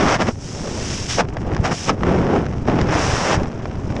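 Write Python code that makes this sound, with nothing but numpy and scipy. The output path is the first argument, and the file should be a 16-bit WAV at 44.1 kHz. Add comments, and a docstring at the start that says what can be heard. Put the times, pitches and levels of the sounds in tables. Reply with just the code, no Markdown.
"""In open air, in free fall: air rushes over the microphone port of a hand-held camera that keeps turning.
In the lee, large eddies of the wake rumble, buffet and thump, and small ones crackle and pop.
Facing the stream, the port hisses with fine-grained turbulence; at the angles in between,
the flow separates from the housing with a bright rasp. The port resonates near 5.5 kHz."""
import sys
import numpy as np
from scipy import signal
from scipy.fft import rfft, irfft
from scipy.io import wavfile
from scipy.ndimage import uniform_filter1d

SR = 44100
rng = np.random.default_rng(int(sys.argv[2]) if len(sys.argv) > 2 else 0)


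def int16_out(signal):
    """Quantize to a 16-bit WAV file."""
    q = np.round(np.clip(np.atleast_2d(signal).T, -1, 1) * 32767)
    wavfile.write(sys.argv[1], SR, q.astype(np.int16))


N = 176400

# strength of the eddies beating on the housing: t/s, relative level/dB
BUFFET_LEVEL = [(0, -21), (.04, -15.5), (.1, -27.5), (.18, -34), (.21, -16.5), (.25, -33), (.29, -15.5),
                (.33, -42.5), (.5, -37.5), (.57, -31.5), (.68, -27.5), (1.03, -34.5), (1.15, -37),
                (1.2, -20.5), (1.28, -36), (1.53, -24.5), (1.61, -29), (1.73, -20.5), (1.76, -37),
                (1.85, -35), (1.9, -18), (1.96, -32), (2.01, -26), (2.08, -15.5), (2.16, -16.5),
                (2.26, -20.5), (2.36, -15), (2.47, -27.5), (2.63, -33), (2.672, -26.5), (2.69, -17),
                (2.98, -23), (3.04, -34.5), (3.41, -21), (3.49, -31), (3.86, -31.5), (4, -25)]
# spectrum of a small eddy bursting: f/Hz, relative level/dB
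BURST_SPECTRUM = [(150, -9.5), (700, 11), (1800, 4.5), (3200, -4), (5500, -13.5), (11000, -36)]


def from_db(db):
    """Amplitude ratio of a level: a factor of ten per 20 dB."""
    return 10 ** (np.asarray(db) / 20)


def unit_rms(x):
    """Normalisation to a mean square of one."""
    return x / np.sqrt(np.mean(x ** 2) + 1e-20)


def in_time(curve):
    """Linear interpolation of a curve at every sample."""
    return np.interp(np.arange(N) / SR, *np.transpose(curve))


def spells(curves, edge_s=0.0085):
    """Amplitude envelope that follows each level curve, with Gaussian fades beyond its ends."""
    t = np.arange(N) / SR
    gain = 0
    for curve in curves:
        outside_s = t - np.clip(t, curve[0][0], curve[-1][0])
        gain = gain + from_db(in_time(curve)) * np.exp(-(outside_s / edge_s) ** 2)
    return gain


def coloured(x, spectrum):
    """Zero-phase filtering by rows of f/Hz, level/dB, interpolated in log frequency."""
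    hz, db = np.transpose(spectrum)
    bin_hz = np.maximum(np.arange(N // 2 + 1) * SR / N, 1)
    return irfft(rfft(x) * from_db(np.interp(np.log(bin_hz), np.log(hz), db)), N)


def drift(rate_hz):
    """Low-pass random fluctuation of unit rms, its extremes rounded."""
    slow = signal.sosfilt(signal.butter(2, rate_hz, fs=SR, output="sos"), rng.standard_normal(N + SR))
    return unit_rms(np.tanh(unit_rms(slow[SR:]) / 2))


def turbulence(spectrum, flutter_db, flutter_hz, window):
    """Intermittency: noise of unit rms in irregular puffs, its power levelled over `window` samples."""
    puffs = coloured(rng.standard_normal(N) * from_db(flutter_db * drift(flutter_hz)), spectrum)
    power = uniform_filter1d(uniform_filter1d(puffs ** 2, size=window), size=window)
    return unit_rms(puffs / np.sqrt(power + 1e-20))


def rumble():
    """Wake turbulence: the largest eddies give the slowest pressure swings."""
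    # strength of the swings: t/s, relative level/dB
    level = [(0, -25.5), (.28, -26.5), (.38, -32.5), (.72, -31.5), (.85, -27), (1.0, -29), (1.38, -27.5),
             (1.55, -23.5), (1.8, -34), (2.05, -25), (2.15, -21.5), (2.3, -27), (2.72, -24), (2.85, -24.5),
             (3.02, -24.5), (3.14, -21), (3.26, -33.5), (3.41, -23.5), (3.52, -33), (3.9, -24.5), (4, -28)]
    # their spectrum: f/Hz, relative level/dB
    spectrum = [(15, -5), (30, -9.5), (60, -3), (120, -1), (200, -11.5), (400, -17), (1000, -49.5),
                (3000, -49)]
    return from_db(in_time(level) + 1) * turbulence(spectrum, flutter_db=4.5, flutter_hz=25, window=2400)


def buffet():
    """Amplitude modulation: small eddies ride on the swings of mid-sized ones and gain with the flow."""
    # eddy pressure on the housing: f/Hz, relative level/dB
    spectrum = [(40, -16.5), (100, -10), (170, 1.5), (400, -5), (700, -11), (1100, -18.5), (2000, -28),
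                (3200, -35.5), (5500, -48.5), (11000, -50)]
    split_hz, swell_db, growth_db_per_db = 900, 1.5, 0.11
    db = in_time(BUFFET_LEVEL)
    eddies = turbulence(spectrum, flutter_db=2.0, flutter_hz=90, window=1200)
    mid_sized = signal.sosfiltfilt(signal.butter(2, split_hz, fs=SR, output="sos"), eddies)
    small_gain = from_db(swell_db * np.clip(mid_sized, -2, 2) + growth_db_per_db * (db - db.mean()))
    return from_db(db + 0.5) * (mid_sized + small_gain * (eddies - mid_sized))


def crackle():
    """Shot noise: tiny pressure snaps arrive at random, stronger when the buffeting is."""
    snaps_per_s, spread_db, growth_db_per_db = 360, 4, 0.62
    sizes = from_db(spread_db * np.minimum(rng.exponential(1, N), 4.5)) * rng.choice([-1, 1], N)
    snaps = coloured(sizes * (rng.random(N) < snaps_per_s / SR), BURST_SPECTRUM)
    db = in_time(BUFFET_LEVEL)
    return unit_rms(snaps) * from_db(db.mean() - 13.5 + growth_db_per_db * (db - db.mean()))


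def rasp():
    """Flow separation: the stream tears off an edge of the housing in ragged spells."""
    # one curve per spell of separation: t/s, relative level/dB
    tears = [
        [(0, -19.5), (.05, -24), (.075, -18), (.155, -18.5), (.183, -38.5), (.2, -22.5), (.224, -17),
         (.244, -36), (.288, -22.5), (.305, -48)],
        [(1.172, -35), (1.186, -18), (1.196, -14.5), (1.208, -15), (1.228, -42)],
        [(1.625, -45), (1.648, -20), (1.675, -24), (1.696, -31.5), (1.722, -22), (1.755, -47)],
        [(1.86, -42), (1.9, -12), (1.918, -39)],
        [(2.68, -27.5), (2.715, -39.5), (2.77, -40), (2.8, -29), (2.85, -38), (2.93, -21.5), (3.02, -24),
         (3.06, -24.5), (3.2, -25), (3.345, -19), (3.385, -38)],
    ]
    # spectrum of the separated flow: f/Hz, relative level/dB
    spectrum = [(80, -24), (300, -2.5), (650, 2), (1200, -2), (2000, -6.5), (3200, -13.5), (5500, -21),
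                (11000, -33.5)]
    return from_db(2) * spells(tears) * turbulence(spectrum, flutter_db=2.5, flutter_hz=173, window=800)


def hiss():
    """Fine-scale turbulence: fast flow straight across the port hisses, fuller as it grows."""
    # one curve per turn of the port into the stream: t/s, relative level/dB
    facing = [
        [(0, -36), (.15, -30.5), (.18, -50), (.215, -32), (.25, -41), (.28, -37), (.365, -48), (.44, -37),
         (.7, -34.5), (.93, -28.5), (1.08, -32), (1.1, -23), (1.205, -30), (1.225, -51)],
        [(1.63, -51), (1.648, -32), (1.68, -39), (1.696, -45), (1.72, -31.5), (1.895, -29.5), (1.92, -64)],
        [(2.89, -55), (2.925, -36), (3.01, -28.5), (3.35, -29), (3.385, -52)],
    ]
    # spectrum of the fine eddies: f/Hz, relative level/dB
    spectrum = [(300, -8.5), (1000, -3), (2400, 0.5), (3400, 1.5), (6000, 0), (11000, 0)]
    body_hz, growth_db_per_db, neutral_db = 4520, 0.44, -31
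    flow = spells(facing)
    eddies = turbulence(spectrum, flutter_db=1.5, flutter_hz=260, window=1200)
    body = signal.sosfiltfilt(signal.butter(3, body_hz, fs=SR, output="sos"), eddies)
    body_gain = (flow / from_db(neutral_db)) ** growth_db_per_db
    return from_db(3) * flow * (eddies - body + body_gain * body)


def sputter():
    """Wind shadow: a faint sputter remains in the lee, growing as flow edges round the housing."""
    # flow reaching the sheltered port: t/s, relative level/dB
    level = [(1.3, -12), (2.6, -5), (3.45, 8), (4, 5)]
    # its spectrum: f/Hz, relative level/dB
    spectrum = [(500, -7.5), (1500, 7), (2600, 9), (4500, 2), (11000, -2)]
    eddies = turbulence(spectrum, flutter_db=5.5, flutter_hz=140, window=3000)
    return from_db(in_time(level) - 57.5) * eddies


def pops():
    """Pressure transients: an eddy bursting on the port gives a spike inside a brief puff of noise."""
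    # single eddies: t/s, relative level/dB, spectral tilt/(dB per octave)
    bursts = [(1.287, -27, 1.5), (1.327, -31.5, -2.5), (1.369, -14, -2.5), (1.518, -22, -2),
              (1.548, -24.5, 5), (1.566, -19, 2), (1.645, -15.5, -9), (2.034, -13, -2), (2.465, -23.5, 0.5),
              (2.684, -11.5, -5.5), (2.699, -19, -1.5), (2.789, -15.5, -1), (2.814, -20.5, 7),
              (3.433, -23.5, 1.5), (3.656, -23.5, 1), (3.904, -29, 1), (3.966, -22, 1.5)]
    attack_s, decay_s, spike_s = 0.00051, 0.0022, 0.00047
    pressure = 0
    for peak_s, db, tilt in bursts:
        t = np.arange(N) / SR - peak_s
        spectrum = [(hz, level + tilt * np.log2(hz)) for hz, level in BURST_SPECTRUM]
        puff = unit_rms(coloured(rng.standard_normal(N), spectrum))
        envelope = np.exp(-np.minimum(np.maximum(-t / attack_s, t / decay_s), 20))
        spike = 0.8 / (1 + (t / spike_s) ** 2)
        pressure = pressure + from_db(db + 1) * (envelope * puff + spike)
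    return pressure


def thumps(width_s=0.0021):
    """Vortex convection: suction, then overpressure, as each large vortex passes the port."""
    # passing vortices: t/s, peak level/dB
    vortices = [(1.602, -7), (2.828, -14.5), (2.876, -19), (3.379, -10)]
    pressure = 0
    for centre_s, db in vortices:
        passage = (np.arange(N) / SR - centre_s) / width_s
        pressure = pressure + from_db(db) * passage * np.exp((1 - passage ** 2) / 2)
    return pressure


def scene():
    """Superposition and resonance: the pressures add and are filtered by the port, in one channel."""
    # frequency response of the port: f/Hz, gain/dB
    port = [(1000, 0.5), (3000, -0.5), (4300, -5), (5000, 2.5), (5500, 7), (6200, 3), (7000, -1.5),
            (8000, -7), (10000, -20.5), (12500, -38.5)]
    pressure = rumble() + buffet() + crackle() + rasp() + hiss() + sputter() + pops() + thumps()
    return coloured(pressure, port)[None]


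def record(dry):
    """Saturation and band limiting: peaks are rounded, then the highest treble is cut."""
    stopband_hz = 13800
    return signal.sosfilt(signal.cheby2(12, 70, stopband_hz, fs=SR, output="sos"), np.tanh(dry))


dry = scene()
out = record(dry)
int16_out(out)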